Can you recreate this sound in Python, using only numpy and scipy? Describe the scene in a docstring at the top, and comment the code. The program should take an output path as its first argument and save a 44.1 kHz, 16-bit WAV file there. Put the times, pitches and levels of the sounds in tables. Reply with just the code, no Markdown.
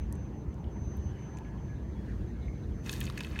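"""By a pond, a child leans over the water, then reaches into a plastic snack bag.
Shaped noise makes a low distant rumble, a wash, airy hiss and wind; wavering tones make a low hum
and a thin high whine, perhaps an insect. Short low swings are gusts thumping on the microphone.
Clicks that ring make faint ticks of drops and of movement on the stones, then the snapping creases.
The film's rustle is many tiny ringing clicks over smooth noise, coloured by the inside of the bag."""
import sys
import numpy as np
from scipy import signal
from scipy.fft import rfft, irfft
from scipy.io import wavfile
from scipy.ndimage import uniform_filter1d

SR = 44100
rng = np.random.default_rng(int(sys.argv[2]) if len(sys.argv) > 2 else 0)


def unload_wav(signal):
    """Save mono or channel-first audio to the path in sys.argv[1] as 16-bit WAV at rate SR, clipped to [-1, 1]."""
    wavfile.write(
        sys.argv[1],
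        SR,
        np.round(np.clip(np.atleast_2d(signal).T, -1, 1) * 32767).astype(np.int16),
    )


N = 149940  # length in samples

# Tone colours, as relative strength across pitch: pitch_hz, strength_db (per Hz)
RUMBLE_COLOUR = [(40, -27), (90, -6), (130, 2), (160, -4.5), (205, -1), (255, -10), (320, -8), (400, -13.5),
                 (520, -20), (700, -27), (1300, -37.5), (3000, -64.5)]
WASH_COLOUR = [(400, 3.5), (650, 4.5), (920, 9.5), (1250, -5), (3050, -12.5), (4200, -30), (16000, -65)]
AIR_COLOUR = [(500, 1), (950, -4.5), (1700, 4), (2500, -4.5), (3400, -9.5), (4300, -8), (5100, -12.5),
              (6400, -11), (7700, -20), (9200, -19), (10500, -26.5), (14000, -23.5), (16000, -33)]
WIND_COLOUR = [(15, -56), (33, -39), (48, -1.5), (64, 1), (100, -10.5), (150, -17), (300, -32), (1000, -80)]
HISS_COLOUR = [(1500, -15), (3000, 3.5), (4100, 5.5), (5200, -0.5), (6700, 0.5), (8000, -2), (9600, -0.5),
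               (10800, -7.5), (13000, -3), (16000, -9)]
HOLLOW_COLOUR = [(400, -35), (800, -5), (1250, -1), (1750, -5.5), (2100, 1), (2600, -8.5), (3500, -11),
                 (6000, -21.5), (15000, -43)]
# Loudness over time of the distant rumble, distant wash, airy hiss and wind: time_s, level_db
RUMBLE_LEVEL = [(0, -42.5), (.6, -40.5), (1.1, -41.5), (1.25, -42.5), (1.7, -42), (2.2, -40), (2.35, -41.5),
                (2.75, -41.5), (3.0, -38.5), (3.4, -42.5)]
WASH_LEVEL = [(0, -58.5), (1.45, -56.5), (1.9, -61), (3.4, -73)]
AIR_LEVEL = [(0, -64.5), (.6, -67.5), (1.0, -63), (1.45, -64), (1.9, -65), (2.1, -60), (2.3, -63.5),
             (2.7, -62.5), (3.4, -64)]
WIND_LEVEL = [(0, -32), (.4, -46.5), (.7, -42), (1.1, -39.5), (1.19, -48), (1.34, -43.5), (1.42, -43.5),
              (1.6, -39.5), (1.96, -38), (2.08, -39), (2.21, -33), (2.31, -41.5), (2.48, -34),
              (2.57, -42.5), (2.72, -33.5), (2.83, -45), (3.04, -36.5), (3.19, -46), (3.31, -38.5),
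              (3.4, -39)]
AIR_FLICKER_DB, AIR_FLICKER_PER_S = 3.5, 13.7

# Stretches of the high whine: start_s, end_s, level_db (mid-swell, before it wavers)
HIGH_WHINE = [(-.05, 0.076, -68.5), (0.097, 0.32, -67), (0.313, 0.466, -70), (.47, 0.573, -74),
              (0.577, .645, -72), (0.69, 0.832, -67.5), (0.784, 1.014, -61), (0.995, 1.132, -62.5),
              (1.14, 1.42, -64), (1.406, 1.533, -73), (1.526, 1.805, -70.5), (1.772, 2.0, -74.5),
              (2.017, 2.248, -81), (2.254, 2.33, -72), (2.334, 2.72, -72), (2.712, 2.9, -69.5),
              (3.15, 3.39, -71.5)]
HIGH_WHINE_HZ, WHINE_WANDER_HZ, WHINE_WAVER_DB = 6140, 2.7, 1.0
SWELL_POWER = 0.9  # below 1 makes a swell fuller than a plain sine arch
# Faint tones and whistling bands of noise: start_s, end_s, pitch_hz, width_hz, level_db (mid-swell)
FAR_TONES = [(0.946, 1.35, 2985, 200, -72.5), (1.272, 1.6, 1688, 21, -66), (1.66, 1.857, 1683, 45, -64),
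             (1.974, 2.2, 1660, 140, -65), (1.84, 2.18, 3350, 13, -77), (2.3, 2.66, 2170, 150, -68)]
HUM_HZ, HUM_WIDTH_HZ, HUM_DB = 299.7, 5.4, -59

# Drops and small contacts: start_s, level_db (before TICK_DB), pitch_hz, noise_fade_s (by 60 dB),
# sharpness of the ring (Q, no unit)
TICKS = [(.1257, -52.5, 9200, .012, 1.5), (.1545, -66.5, 8000, .013, 3.5), (.543, -69.5, 6200, 0.0091, 3.5),
         (.642, -63, 2940, 0.032, 24), (.97, -64, 13600, 0.0099, 7.9), (1.371, -59.5, 6340, 0.035, 9),
         (1.372, -61.5, 2350, .02, 8), (1.3868, -61.5, 2580, .002, 0.8), (1.387, -68, 9000, 0.0032, 1),
         (1.447, -60, 2210, 0.055, 9.4), (2.482, -55, 2140, 0.027, 24)]
TICK_DB, TICK_CRACK_DB = 3.5, -35  # lift of all ticks; crack beside the ring
# Gusts thumping on the microphone: middle_s, peak_db
BUFFETS = [(0.488, -25.5), (0.676, -26.5), (0.825, -27.5), (0.881, -28), (0.995, -25.5), (1.069, -25),
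           (1.124, -28.5)]
BUFFET_HZ, BUFFET_S = 70, 0.0073

# The hand sliding along the film, before the bag colours it: time_s, bright_hiss_db, hollow_rustle_db
HAND = [(2.81, -105, -105), (2.84, -66, -69), (2.865, -55, -51), (2.93, -50, -52), (2.98, -55, -55.5),
        (3.05, -57, -54), (3.14, -68, -57.5), (3.18, -62, -55), (3.245, -63, -53), (3.29, -65.5, -58),
        (3.35, -66, -54), (3.4, -81, -50)]
CRINKLES_PER_S, CRINKLE_SPREAD_DB, CRINKLE_Q = 700, 4.5, 6.2
CLUMP_DB, CLUMPS_PER_S = -1, 58  # how far, and how fast, the crinkle rate wanders
SLIDE_SHARE = 1  # smooth noise beside the crinkles
# Creases snapping: start_s, level_db (before SNAP_DB and the bag), pitch_hz of the buckling facet,
# noise_fade_s (by 60 dB), sharpness of the ring (Q, no unit)
SNAPS = [(2.8625, -47.5, 4000, .021, 0.97), (2.8948, -34.5, 3420, 0.0053, 4.4),
         (2.8951, -43, 6100, 0.011, 11), (2.9283, -45, 7800, 0.019, 0.85), (2.9325, -44, 1700, 0.015, 14),
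         (2.9383, -46, 4300, 0.0057, 2), (2.963, -50, 4400, .005, 4), (3.005, -38.5, 12400, 0.018, 1.1),
         (3.0125, -38, 2930, 0.019, 3), (3.014, -42.5, 1750, 0.013, 4), (3.0405, -47, 6660, 0.015, 5.2),
         (3.055, -47, 6600, .022, 0.96), (3.0675, -44.5, 3630, .008, 3), (3.0998, -40.5, 1190, 0.0089, 3.7),
         (3.1, -44, 3750, 0.0055, 8.9), (3.2095, -48.5, 950, 0.01, 5.9), (3.176, -45, 4250, 0.015, 8.1),
         (3.1768, -37, 2020, 0.022, 1.5), (3.1805, -49, 7040, 0.0064, 1.5),
         (3.1895, -52.5, 6850, 0.0085, 5.6), (3.2062, -40.5, 3500, 0.011, 2.7),
         (3.2078, -37, 1700, 0.014, 0.85), (3.2357, -45.5, 3500, 0.0066, 1.4),
         (3.2475, -41.5, 2630, 0.016, 1.9), (3.3905, -35, 2620, 0.014, 4)]
SNAP_DB, SNAP_CRACK_DB = -2, -11.5  # shift of all snaps; crack beside the ring
CRACK_LOW_HZ, CRACK_HIGH_HZ = 800, 8000
TEAR_SHARE = 0.14  # noise after each click
CAVITY_FADE_S, CAVITY_DB, CAVITY_HZ = 0.033, -13.5, 3470  # sound rattling about inside the bag
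# Pitches the air in the bag favours or swallows: pitch_hz, sharpness (Q, no unit), gain_db
BAG_BODY = [(950, 9.6, 2), (1340, 24, -1), (1700, 12, 3.5), (2260, 6.6, -8), (2620, 22, 8), (3500, 40, -4),
            (6600, 12, 3)]
CUTOFF_HZ = 16000


def from_db(db):
    """Turn decibels into a plain multiplier."""
    return 10 ** (np.asarray(db) / 20)


def rms_one(x):
    """Scale a sound to an average (rms) strength of 1."""
    return x / np.sqrt(np.mean(x ** 2) + 1e-20)


def in_time(rows):
    """Join a table's points with straight lines, giving each column a value at every sample."""
    times, *columns = np.transpose(rows)
    return [np.interp(np.arange(N) / SR, times, column) for column in columns]


def coloured(x, spectrum):
    """Strengthen or weaken each pitch of a sound to give it a tone colour; rms 1."""
    hz, db = np.transpose(spectrum)
    bins = np.maximum(np.arange(N // 2 + 1) * SR / N, 1)
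    gain = from_db(np.interp(np.log(bins), np.log(hz), db))
    return rms_one(irfft(rfft(x) * gain, N))


def drift(rate):
    """A slow random wander with rms 1: noise smoothed twice, faster for a higher rate in Hz."""
    r = np.exp(-2 * np.pi * rate / SR)
    smooth = signal.lfilter([1], [1, -2 * r, r * r], rng.standard_normal(N + SR))
    return rms_one(smooth[SR:])  # drop the first second, while the filter settles


def flickering():
    """Noise whose quarter-octave bands waver in level, each on its own; the treble stays steady."""
    hz = np.arange(N // 2 + 1) * SR / N
    band = np.floor(4 * np.log2(np.clip(hz, 400, 4800)))
    white = rfft(rng.standard_normal(N))
    treble = band == band.max()
    out = irfft(white * treble, N)
    for k in np.unique(band[~treble]):
        waver = from_db(AIR_FLICKER_DB * drift(AIR_FLICKER_PER_S))
        out += irfft(white * (band == k), N) * waver
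    return out


def outdoors():
    """Noise shaped into a distant rumble, a wash that swells and recedes, and a soft airy hiss."""
    layers = [(RUMBLE_LEVEL, RUMBLE_COLOUR, rng.standard_normal(N)),
              (WASH_LEVEL, WASH_COLOUR, flickering()),
              (AIR_LEVEL, AIR_COLOUR, flickering())]
    return sum(from_db(in_time(level)[0]) * coloured(noise, colour) for level, colour, noise in layers)


def gusts():
    """Wind on the microphone: low noise of even strength that swells and lulls with the breeze."""
    noise = coloured(rng.standard_normal(N), WIND_COLOUR)
    strength = np.sqrt(uniform_filter1d(noise ** 2, size=SR // 10))  # over a tenth of a second
    return from_db(in_time(WIND_LEVEL)[0]) * noise / strength


def swell(start, end):
    """A smooth rise and fall between two times."""
    share = np.clip((np.arange(N) / SR - start) / (end - start), 0, 1)
    return np.abs(np.sin(np.pi * share)) ** SWELL_POWER


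def narrow(hz, width_hz):
    """A tone that wavers in level and phase, more quickly when wider; rms about 1."""
    turn = 2 * np.pi * hz * np.arange(N) / SR
    return drift(width_hz / 2) * np.cos(turn) + drift(width_hz / 2) * np.sin(turn)


def whines():
    """A wandering high whine sounds in separate swells; fainter tones come and go over a low hum."""
    pitch = HIGH_WHINE_HZ + WHINE_WANDER_HZ * drift(7.3)
    tone = np.sqrt(2) * np.sin(2 * np.pi * np.cumsum(pitch) / SR)
    swells = sum(from_db(db) * swell(start, end) for start, end, db in HIGH_WHINE)
    out = swells * from_db(WHINE_WAVER_DB * drift(25)) * tone
    for start, end, hz, width_hz, db in FAR_TONES:
        out += from_db(db) * swell(start, end) * narrow(hz, width_hz)
    return out + from_db(HUM_DB) * narrow(HUM_HZ, HUM_WIDTH_HZ)


def resonate(x, hz, q):
    """Let a sound ring at one pitch; a higher q rings longer and purer, and is at least 1."""
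    return signal.lfilter(*signal.iirpeak(hz, max(q, 1), fs=SR), x + 1e-18)


def clicks(rows, crack_db):
    """Each is a click and a dying burst of noise: part rings at its pitch, part is a broad crack."""
    out, t = np.zeros(N + SR), np.arange(SR // 20) / SR
    crack_band = signal.butter(1, [CRACK_LOW_HZ, CRACK_HIGH_HZ], "band", fs=SR, output="sos")
    for start_s, db, hz, fade_s, q in rows:
        push = TEAR_SHARE * rng.standard_normal((2, len(t))) * from_db(-60 * t / fade_s)
        push[:, 0] += 1  # the click itself
        ring = resonate(resonate(push[0], hz, q), hz, 1)
        crack = signal.sosfilt(crack_band, push[1])
        sound = rms_one(rms_one(ring) + from_db(crack_db) * rms_one(crack))
        # the level counts as if all the energy fell within 4.5 ms
        loudness = from_db(db) * np.sqrt(.0045 * SR / len(t))
        start = int(start_s * SR)
        out[start:start + len(t)] += loudness * sound
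    return out[:N]


def ticks():
    """Drops and small contacts: faint clicks, nearly all ring and hardly any crack."""
    return from_db(TICK_DB) * clicks(TICKS, TICK_CRACK_DB)


def buffets():
    """Each small gust is a swing or two of low pressure."""
    t, out = np.arange(N) / SR, np.zeros(N)
    for middle_s, db in BUFFETS:
        bump = np.exp(-.5 * ((t - middle_s) / BUFFET_S) ** 2)
        out += from_db(db) * bump * np.sin(2 * np.pi * (BUFFET_HZ * t + rng.random()))
    return out


def crinkles():
    """Many tiny facets buckle in random clumps, each ringing briefly, over the smooth noise of sliding."""
    sizes = from_db(CRINKLE_SPREAD_DB * np.minimum(rng.exponential(1, N), 4)) * rng.choice([-1, 1], N)
    rate = CRINKLES_PER_S * from_db(CLUMP_DB * drift(CLUMPS_PER_S))
    born = rng.random(N) < rate / SR
    pitches = np.linspace(900, 15000, 20)
    dealt = rng.integers(0, len(pitches), N)  # which pitch each crinkle gets
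    grains = sum(resonate(sizes * born * (dealt == k), hz, CRINKLE_Q) for k, hz in enumerate(pitches))
    return rms_one(grains) + SLIDE_SHARE * rng.standard_normal(N)


def cavity(x):
    """Short reflections between the walls of the bag give each snap a ragged, coloured tail."""
    t = np.arange(SR // 20) / SR
    tail = resonate(rng.standard_normal(len(t)), CAVITY_HZ, 1) * from_db(-60 * t / CAVITY_FADE_S)
    tail /= np.sqrt(np.sum(tail ** 2))
    return x + from_db(CAVITY_DB) * signal.fftconvolve(x, tail)[:N]


def bag():
    """The film hisses under the hand, the bag rustles hollowly, creases snap; its body colours them all."""
    hiss_db, hollow_db = in_time(HAND)
    hiss = from_db(hiss_db) * coloured(crinkles(), HISS_COLOUR)
    hollow = from_db(hollow_db) * coloured(crinkles(), HOLLOW_COLOUR)
    snaps = from_db(SNAP_DB) * clicks(SNAPS, SNAP_CRACK_DB)
    out = cavity(hiss + hollow + snaps)
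    for hz, q, db in BAG_BODY:
        out = out + (from_db(db) - 1) * resonate(out, hz, q)
    return out


def scene():
    """Everything added together at one microphone."""
    return (outdoors() + gusts() + whines() + ticks() + buffets() + bag())[None]


def record(dry):
    """The top of the treble is cut steeply."""
    return signal.sosfilt(signal.ellip(10, .2, 80, CUTOFF_HZ, fs=SR, output="sos"), dry)


dry = scene()
out = record(dry)
unload_wav(out)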